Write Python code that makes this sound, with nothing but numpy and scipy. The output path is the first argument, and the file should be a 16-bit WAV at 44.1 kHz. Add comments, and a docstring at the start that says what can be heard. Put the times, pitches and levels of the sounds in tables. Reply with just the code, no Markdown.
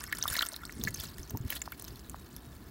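"""At a basin in a quiet room, water trickles over wet stones in a hand-held mesh strainer.
Drop impacts tick on stone and mesh, water splats through the gaps, and trapped bubbles ring as damped
oscillators. A fine crackle comes in spurts that thin out as the water drains, and the impacts excite
the resonances of strainer and basin. The strainer bumps softly over a low room hum; towards the end
come two hollow plops and two faint whistles."""
import sys
import numpy as np
from scipy import signal
from scipy.io import wavfile

SR = 44100
rng = np.random.default_rng(int(sys.argv[2]) if len(sys.argv) > 2 else 0)


def unload_audio(sound):
    """Save the sound as a 16-bit wav file, at the path given as the first command line argument."""
    columns = np.transpose(np.atleast_2d(sound))
    # keep every value between -1 and 1, then stretch to whole-number steps
    steps = np.round(np.clip(columns, -1, 1) * 32767)
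    wavfile.write(sys.argv[1], SR, steps.astype(np.int16))


N = 119070

# Spectrum of the room's hum and hiss: frequency_hz, density_db
ROOM_SPECTRUM = [(20, -14.5), (62, 8.5), (125, -11.5), (300, -2.5), (520, -18.5), (950, -16), (1700, -22.5),
                 (2800, -34.5), (8000, -53.5), (15000, -30)]
# Envelope of the handling rumble: time_s, level_db
RUMBLE_ENVELOPE = [(0, -57), (.27, -50.5), (.32, -52.5), (.38, -69), (.74, -50), (.8, -40), (.88, -41.5),
                   (.94, -48.5), (1.14, -51), (1.2, -47), (1.28, -59), (1.35, -35), (1.385, -55.5),
                   (1.46, -43.5), (1.5, -54), (1.7, -55.5), (1.79, -53.5), (1.93, -49), (2.03, -55.5),
                   (2.11, -50), (2.2, -53.5)]
# Spectrum of the handling rumble: frequency_hz, density_db
RUMBLE_SPECTRUM = [(20, -70), (45, -1.5), (80, -1), (140, -2.5), (280, -10.5), (400, -13), (600, -30.5),
                   (1500, -66)]
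# Soft bumps of the strainer: start_s, pitch_hz, peak_db
STRAINER_BUMPS = [(0.311, 79, -34.5), (0.793, 225, -33.5), (0.848, 128, -36), (0.868, 115, -34),
                  (1.193, 74, -34.5), (1.339, 104, -28), (1.346, 280, -39), (1.404, 120, -29.5),
                  (1.452, 97, -30)]
# Envelope of the trickle: time_s, relative_level_db
FLOW_ENVELOPE = [(0, -56), (.085, -57.5), (.12, -55), (.2, -56.5), (.27, -50), (.31, -41.5), (.35, -43),
                 (.43, -52), (.505, -55.5), (.61, -60), (.78, -57), (.86, -49.5), (.925, -60.5),
                 (.96, -48.5), (1.04, -43.5), (1.09, -52), (1.16, -59.5), (1.2, -53.5), (1.27, -58),
                 (1.45, -60), (1.5, -45.5), (1.565, -41.5), (1.6, -59), (1.76, -57), (1.83, -55),
                 (2.15, -58), (2.7, -57)]
# Spectrum of splashing water: frequency_hz, density_db
SPLASH_SPECTRUM = [(300, -3), (900, -2.5), (1350, -2.5), (2600, -4.5), (4300, -3.5), (6300, -5.5),
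                   (9000, -8.5), (15000, -1.5)]
# Strength of the tiny bubbles by pitch: pitch_hz, relative_level_db
FIZZ_SPECTRUM = [(2200, -10.5), (4200, 1.5), (9000, 7.5), (15000, 5)]
# Envelope of the gurgle between the stones: time_s, level_db
GURGLE_ENVELOPE = [(0, -56.5), (.29, -49), (.34, -46.5), (.47, -54.5), (.75, -63.5), (2.7, -101)]
# Drops striking stone and mesh: start_s, relative_level_db, resonance_hz
DROP_IMPACTS = [(.007, -31, 5170), (0.0395, -24, 1920), (0.15, -29, 5630), (0.1708, -29.5, 4500),
                (.238, -21, 3140), (0.279, -13, 16500), (0.3012, -21, 9700), (.324, -27, 9300),
                (.331, -21, 13200), (.3395, -22, 11600), (.3895, -23, 4740), (0.4201, -21.5, 6900),
                (0.4516, -29.5, 5500), (0.4619, -24.5, 12500), (0.466, -24.5, 5850), (0.52, -34.5, 4200),
                (.5265, -31.5, 593), (.534, -29, 7200), (.563, -24.5, 3970), (0.6535, -30.5, 8600),
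                (0.7239, -31, 7000), (0.8379, -16.5, 14200), (.850, -28, 4280), (.907, -33, 9200),
                (0.943, -25.5, 10500), (1.0003, -22, 15200), (1.0371, -25, 1500), (1.183, -29.5, 1800),
                (1.3057, -30, 13300), (1.308, -28, 635), (1.3727, -23.5, 15600), (1.5038, -17, 12750),
                (1.7203, -27.5, 13900), (1.7974, -29, 9900), (1.8229, -28, 12000), (1.8434, -31, 14100),
                (1.849, -33.5, 5100), (1.958, -37, 4100), (1.994, -37, 5260), (2.097, -28, 8700),
                (2.3644, -29, 11200)]
# Spectrum of a drop impact: frequency_hz, density_db
IMPACT_SPECTRUM = [(300, -11.5), (650, -5), (920, 0), (1400, -12), (2600, -8.5), (4200, -2.5), (6300, -0.5),
                   (8000, -5.5), (15000, 0)]
# Single trapped bubbles: start_s, pitch_hz, relative_peak_db, decay_cycles (to fall by 1/e)
TRAPPED_BUBBLES = [(.0385, 1850, -34.5, 1.9), (0.127, 1835, -23.5, 6.1), (0.2124, 3800, -37.5, 18),
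                   (0.2263, 5880, -16, 3.9), (0.255, 1207, -25.5, 4.8), (0.2809, 3640, -23, 9.6),
                   (.326, 1600, -30.5, 5.3), (0.3528, 1720, -28, 5.7), (0.3533, 2020, -25, 4),
                   (.3745, 2170, -35, 6), (0.3859, 1330, -29, 2.5), (.392, 4043, -17.5, 9.4),
                   (.4100, 1530, -20, 1.05), (.4243, 3110, -23.5, 6), (.429, 1385, -25, 3.8),
                   (0.4876, 8430, -23, 6.5), (.5420, 4030, -32.5, 5.6), (0.6337, 1375, -38.5, 5.3),
                   (.652, 4500, -34, 5.2), (0.695, 1950, -33, 0.97), (.813, 3630, -34, 6.6),
                   (0.8377, 6370, -20.5, 3.5), (0.8735, 1763, -23, 6.8), (0.8772, 2096, -29.5, 3.9),
                   (0.885, 6580, -32.5, 17), (.9460, 6200, -26, 7.9), (1.038, 1400, -40.5, 2),
                   (1.231, 6100, -35, 6.1), (1.2971, 6300, -34.5, 6.4), (1.3485, 894, -36, 4.7),
                   (1.5019, 3100, -32, 7.2), (1.524, 1970, -28, 1.55), (1.6181, 7150, -26.5, 14),
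                   (1.722, 1514, -35, 2.5), (1.726, 2280, -43.5, 11) ]
# Water squeezed between the stones: start_s, decay_s, level_db, resonance_hz
GAP_SPLATS = [(0.125, 0.0034, -26, 2240), (.184, .006, -34, 9450), (0.366, 0.0029, -25, 4270),
              (0.3727, 0.0024, -28, 5850), (0.4067, 0.004, -30.5, 4300), (0.422, 0.0067, -27, 3110),
              (0.878, 0.012, -38, 2010), (1.5004, 0.0029, -44, 3080), (1.512, 0.0039, -41, 2210),
              (1.523, 0.0088, -38.5, 2620), (1.559, 0.013, -40.5, 3370), (1.616, 0.0048, -36, 2170),
              (1.655, 0.01, -47, 5130), (1.721, 0.0039, -41.5, 2620), (1.879, 0.0073, -42, 6300)]
# Hollow plops: start_s, peak_db
HOLLOW_PLOPS = [(1.6765, -29), (2.1441, -30.5)]
# Faint whistles: start_s
WHISTLE_STARTS = [2.12, 2.38]
# Normal modes of strainer and basin: frequency_hz, bandwidth_hz, gain_db
NORMAL_MODES = [(669, 21, 6), (1290, 330, -2), (1705, 143, 3.5), (3150, 810, -14.5), (4360, 630, -9.5)]


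def amp(db):
    """Amplitude ratio: a factor of ten for every 20 dB."""
    return 10 ** (np.asarray(db) / 20)


def unit_rms(x):
    """Normalisation to a mean power of one."""
    return x / np.sqrt(np.mean(x ** 2) + 1e-20)


def spectrum_db(points, hz):
    """Interpolation of a spectrum on a logarithmic frequency axis."""
    frequencies, db = np.transpose(points)
    return np.interp(np.log(hz + 1), np.log(frequencies + 1), db)


def seconds(size):
    """Uniformly sampled time axis."""
    return np.arange(size) / SR


def envelope(points):
    """Straight lines in decibels give exponential growth and decay in amplitude."""
    return amp(np.interp(seconds(N), *np.transpose(points)))


def add(mix, start_s, sound):
    """Superposition: a sound adds linearly to the mix from its onset."""
    part = mix[max(round(start_s * SR), 0):][:len(sound)]
    part += sound[:len(part)]


def colour(x, spectrum, ring_hz=None, ring_db=None, half_width_octaves=0.2, size=2048):
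    """A minimum-phase filter of unit energy imposes a spectrum and, optionally, one resonance."""
    hz = abs(np.fft.fftfreq(size, 1 / SR))
    db = spectrum_db(spectrum, hz)
    if ring_hz:
        db = db + ring_db / (1 + (np.log2((hz + 1) / ring_hz) / half_width_octaves) ** 2)
    log_response = np.conj(signal.hilbert(np.log(amp(db))))
    taps = np.fft.ifft(np.exp(log_response)).real
    return signal.fftconvolve(x, taps / np.linalg.norm(taps))[:len(x)]


def patter(per_s, spread_db):
    """A Poisson process of impulses, mostly small with a few large."""
    strength = amp(spread_db * np.minimum(rng.exponential(1, N), 4))
    return strength * rng.choice([-1, 1], N) * (rng.random(N) < per_s / SR)


def room_tone(level_db=-53, sympathy_db=-8.5):
    """Steady hum and hiss drive the basin in sympathetic resonance."""
    air = amp(level_db) * unit_rms(colour(rng.standard_normal(N), ROOM_SPECTRUM, size=8192))
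    return air + amp(sympathy_db) * basin_resonance(air)


def strainer_handling(rise_s=0.0014, decay_s=0.0096):
    """Tilting the strainer makes a dull rumble, and each bump excites a damped low vibration."""
    rumble = unit_rms(colour(rng.standard_normal(N), RUMBLE_SPECTRUM, size=8192))
    out, t = envelope(RUMBLE_ENVELOPE) * rumble, seconds(5000)
    shape = (1 - np.exp(-t / rise_s)) * np.exp(-t / decay_s)
    for start_s, hz, db in STRAINER_BUMPS:
        add(out, start_s, amp(db) * shape / shape.max() * np.sin(2 * np.pi * hz * t))
    return out


def bubble(hz, decay_cycles=6.4, rise_cycles=1.1, roughness=0.42, glide_per_decay=0.027):
    """Trapped air is a spring and the water a mass; the stones damp the ring as its pitch creeps up."""
    cycles = hz * seconds(2600)
    age = cycles / decay_cycles
    shape = (1 - np.exp(-(cycles / rise_cycles) ** 2)) * np.exp(-age ** 0.93)
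    # Amplitude and phase wander to a new random value every two cycles.
    swell, shift = (roughness * np.interp(cycles / 2, np.arange(64), row)
                    for row in rng.standard_normal((2, 64)))
    pitch_hz = hz * (1 + glide_per_decay * (np.minimum(age, 2) - 1))
    phase = 2 * np.pi * np.cumsum(pitch_hz) / SR
    return shape / shape.max() * (1 + swell / 2) * np.sin(phase + shift)


def bubble_stream(hz, per_s, spread_db):
    """Convolution repeats the impulse response of one bubble at random times and strengths."""
    return signal.oaconvolve(patter(per_s, spread_db), bubble(hz))[:N]


def trickle(spray_db=-3, spray_decay_s=0.0016, fizz_db=2, fizz_per_s=900, drain_db_per_s=4.5, sizes=40):
    """Shot noise of tiny splashes and bubbles follows the flow; the bubbles fade as the water drains."""
    hits = abs(patter(per_s=1500, spread_db=4))
    splashes = signal.oaconvolve(hits, np.exp(-seconds(400) / spray_decay_s))[:N]
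    spray = colour(splashes * rng.standard_normal(N), SPLASH_SPECTRUM)
    pitches = np.geomspace(FIZZ_SPECTRUM[0][0], FIZZ_SPECTRUM[-1][0], sizes)
    fizz = sum(amp(spectrum_db(FIZZ_SPECTRUM, hz)) * bubble_stream(hz, fizz_per_s / sizes, spread_db=4.5)
               for hz in pitches)
    fizz_gain = amp(fizz_db - drain_db_per_s * seconds(N))
    return envelope(FLOW_ENVELOPE) * (amp(spray_db) * unit_rms(spray) + fizz_gain * unit_rms(fizz))


def gurgle(low_hz=1162, high_hz=2187, per_s=350, sizes=16):
    """Larger bubbles resonate lower, overlapping while water remains between the stones."""
    pitches = np.geomspace(low_hz, high_hz, sizes)
    ringing = sum(bubble_stream(hz, per_s / sizes, spread_db=3.5) for hz in pitches)
    return envelope(GURGLE_ENVELOPE) * unit_rms(ringing)


def drop_ticks(crack_s=0.00044, splatter_s=0.00041, splatter_db=-4, gain_db=4):
    """A brief impact has a broad spectrum, coloured by the resonance of the spot it strikes."""
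    out, t = np.zeros(N), seconds(1024)
    age = t / crack_s
    shape = age ** 2 * np.exp(2 - 2 * age) + amp(splatter_db) * np.exp(-t / splatter_s)
    for start_s, db, hz in DROP_IMPACTS:
        crack = colour(shape * rng.choice([-1, 1], len(t)), IMPACT_SPECTRUM, hz, ring_db=14)
        add(out, start_s, amp(db + gain_db) * 2 * crack / np.linalg.norm(crack))
    return out


def bubble_plips(gain_db=1):
    """Single bubbles oscillate freely near their natural frequencies, each a clear plip."""
    out = np.zeros(N)
    for start_s, hz, db, decay_cycles in TRAPPED_BUBBLES:
        add(out, start_s, amp(db + gain_db) * bubble(hz, decay_cycles))
    return out


def splats(rise_s=0.00063):
    """Water squeezed through a gap gives a noise burst, filtered by the resonance of that gap."""
    out, t = np.zeros(N), seconds(2048)
    for start_s, decay_s, db, hz in GAP_SPLATS:
        shape = (1 - np.exp(-t / rise_s)) * np.exp(-(t / decay_s) ** 2)
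        burst = colour(shape * rng.choice([-1, 1], len(t)), SPLASH_SPECTRUM, hz, ring_db=14.5)
        add(out, start_s, amp(db) * np.linalg.norm(shape) * burst / np.linalg.norm(burst))
    return out


def plops(start_hz=1420, fall_s=0.0032, peak_s=0.001):
    """A downward chirp only a few cycles long is heard as a hollow pop."""
    out, t = np.zeros(N), seconds(400)
    shape = t / peak_s * np.exp((1 - (t / peak_s) ** 2) / 2)
    phase = 2 * np.pi * np.cumsum(start_hz * np.exp(-t / fall_s)) / SR
    for start_s, db in HOLLOW_PLOPS:
        add(out, start_s, amp(db) * shape * np.sin(phase))
    return out


def whistles(length_s=0.153, base_hz=3700, arch_hz=128.5, peak_db=-66):
    """One arch modulates the frequency and amplitude of a thin tone, so both rise and fall together."""
    out, t = np.zeros(N), np.arange(0, length_s, 1 / SR)
    arch = np.sin(np.pi * t / length_s)
    phase = 2 * np.pi * np.cumsum(base_hz + arch_hz * arch) / SR
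    for start_s in WHISTLE_STARTS:
        add(out, start_s, amp(peak_db) * arch * np.sin(phase))
    return out


def basin_resonance(x):
    """The normal modes of strainer and basin respond as parallel damped resonators."""
    return sum(amp(db) * signal.lfilter(*signal.iirpeak(hz, hz / width_hz, SR), x)
               for hz, width_hz, db in NORMAL_MODES)


def reflections(x, t60_s, first_s, per_s):
    """Reverberation is a sum of randomly delayed reflections, falling by 60 dB in t60_s."""
    t = seconds(16000)
    polarity = rng.choice([-1, 1], len(t))
    arrivals = (rng.random(len(t)) < per_s / SR) & (t > first_s)
    taps = polarity * arrivals * np.exp(-np.log(1000) * t / t60_s)
    return signal.oaconvolve(x, taps / (np.linalg.norm(taps) + 1e-12))[:N]


def scene():
    """Direct and reflected water sounds superpose on the handling and the hum."""
    background = room_tone() + strainer_handling() + whistles()
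    impacts = drop_ticks() + splats() + trickle()
    water = impacts + basin_resonance(impacts) + bubble_plips() + gurgle()
    near = amp(-9) * reflections(water, t60_s=0.011, first_s=0.002, per_s=3900)
    room = amp(-29) * reflections(water, t60_s=0.2, first_s=0.0096, per_s=3200)
    return (background + plops() + water + near + room)[None]


def record(dry):
    """A linear-phase low-pass filter limits the bandwidth."""
    cutoff_hz = 15950
    taps = signal.firwin(401, cutoff_hz, window=("kaiser", 8), fs=SR)
    return signal.oaconvolve(dry, taps[None], "same")


dry = scene()
out = record(dry)
unload_audio(out)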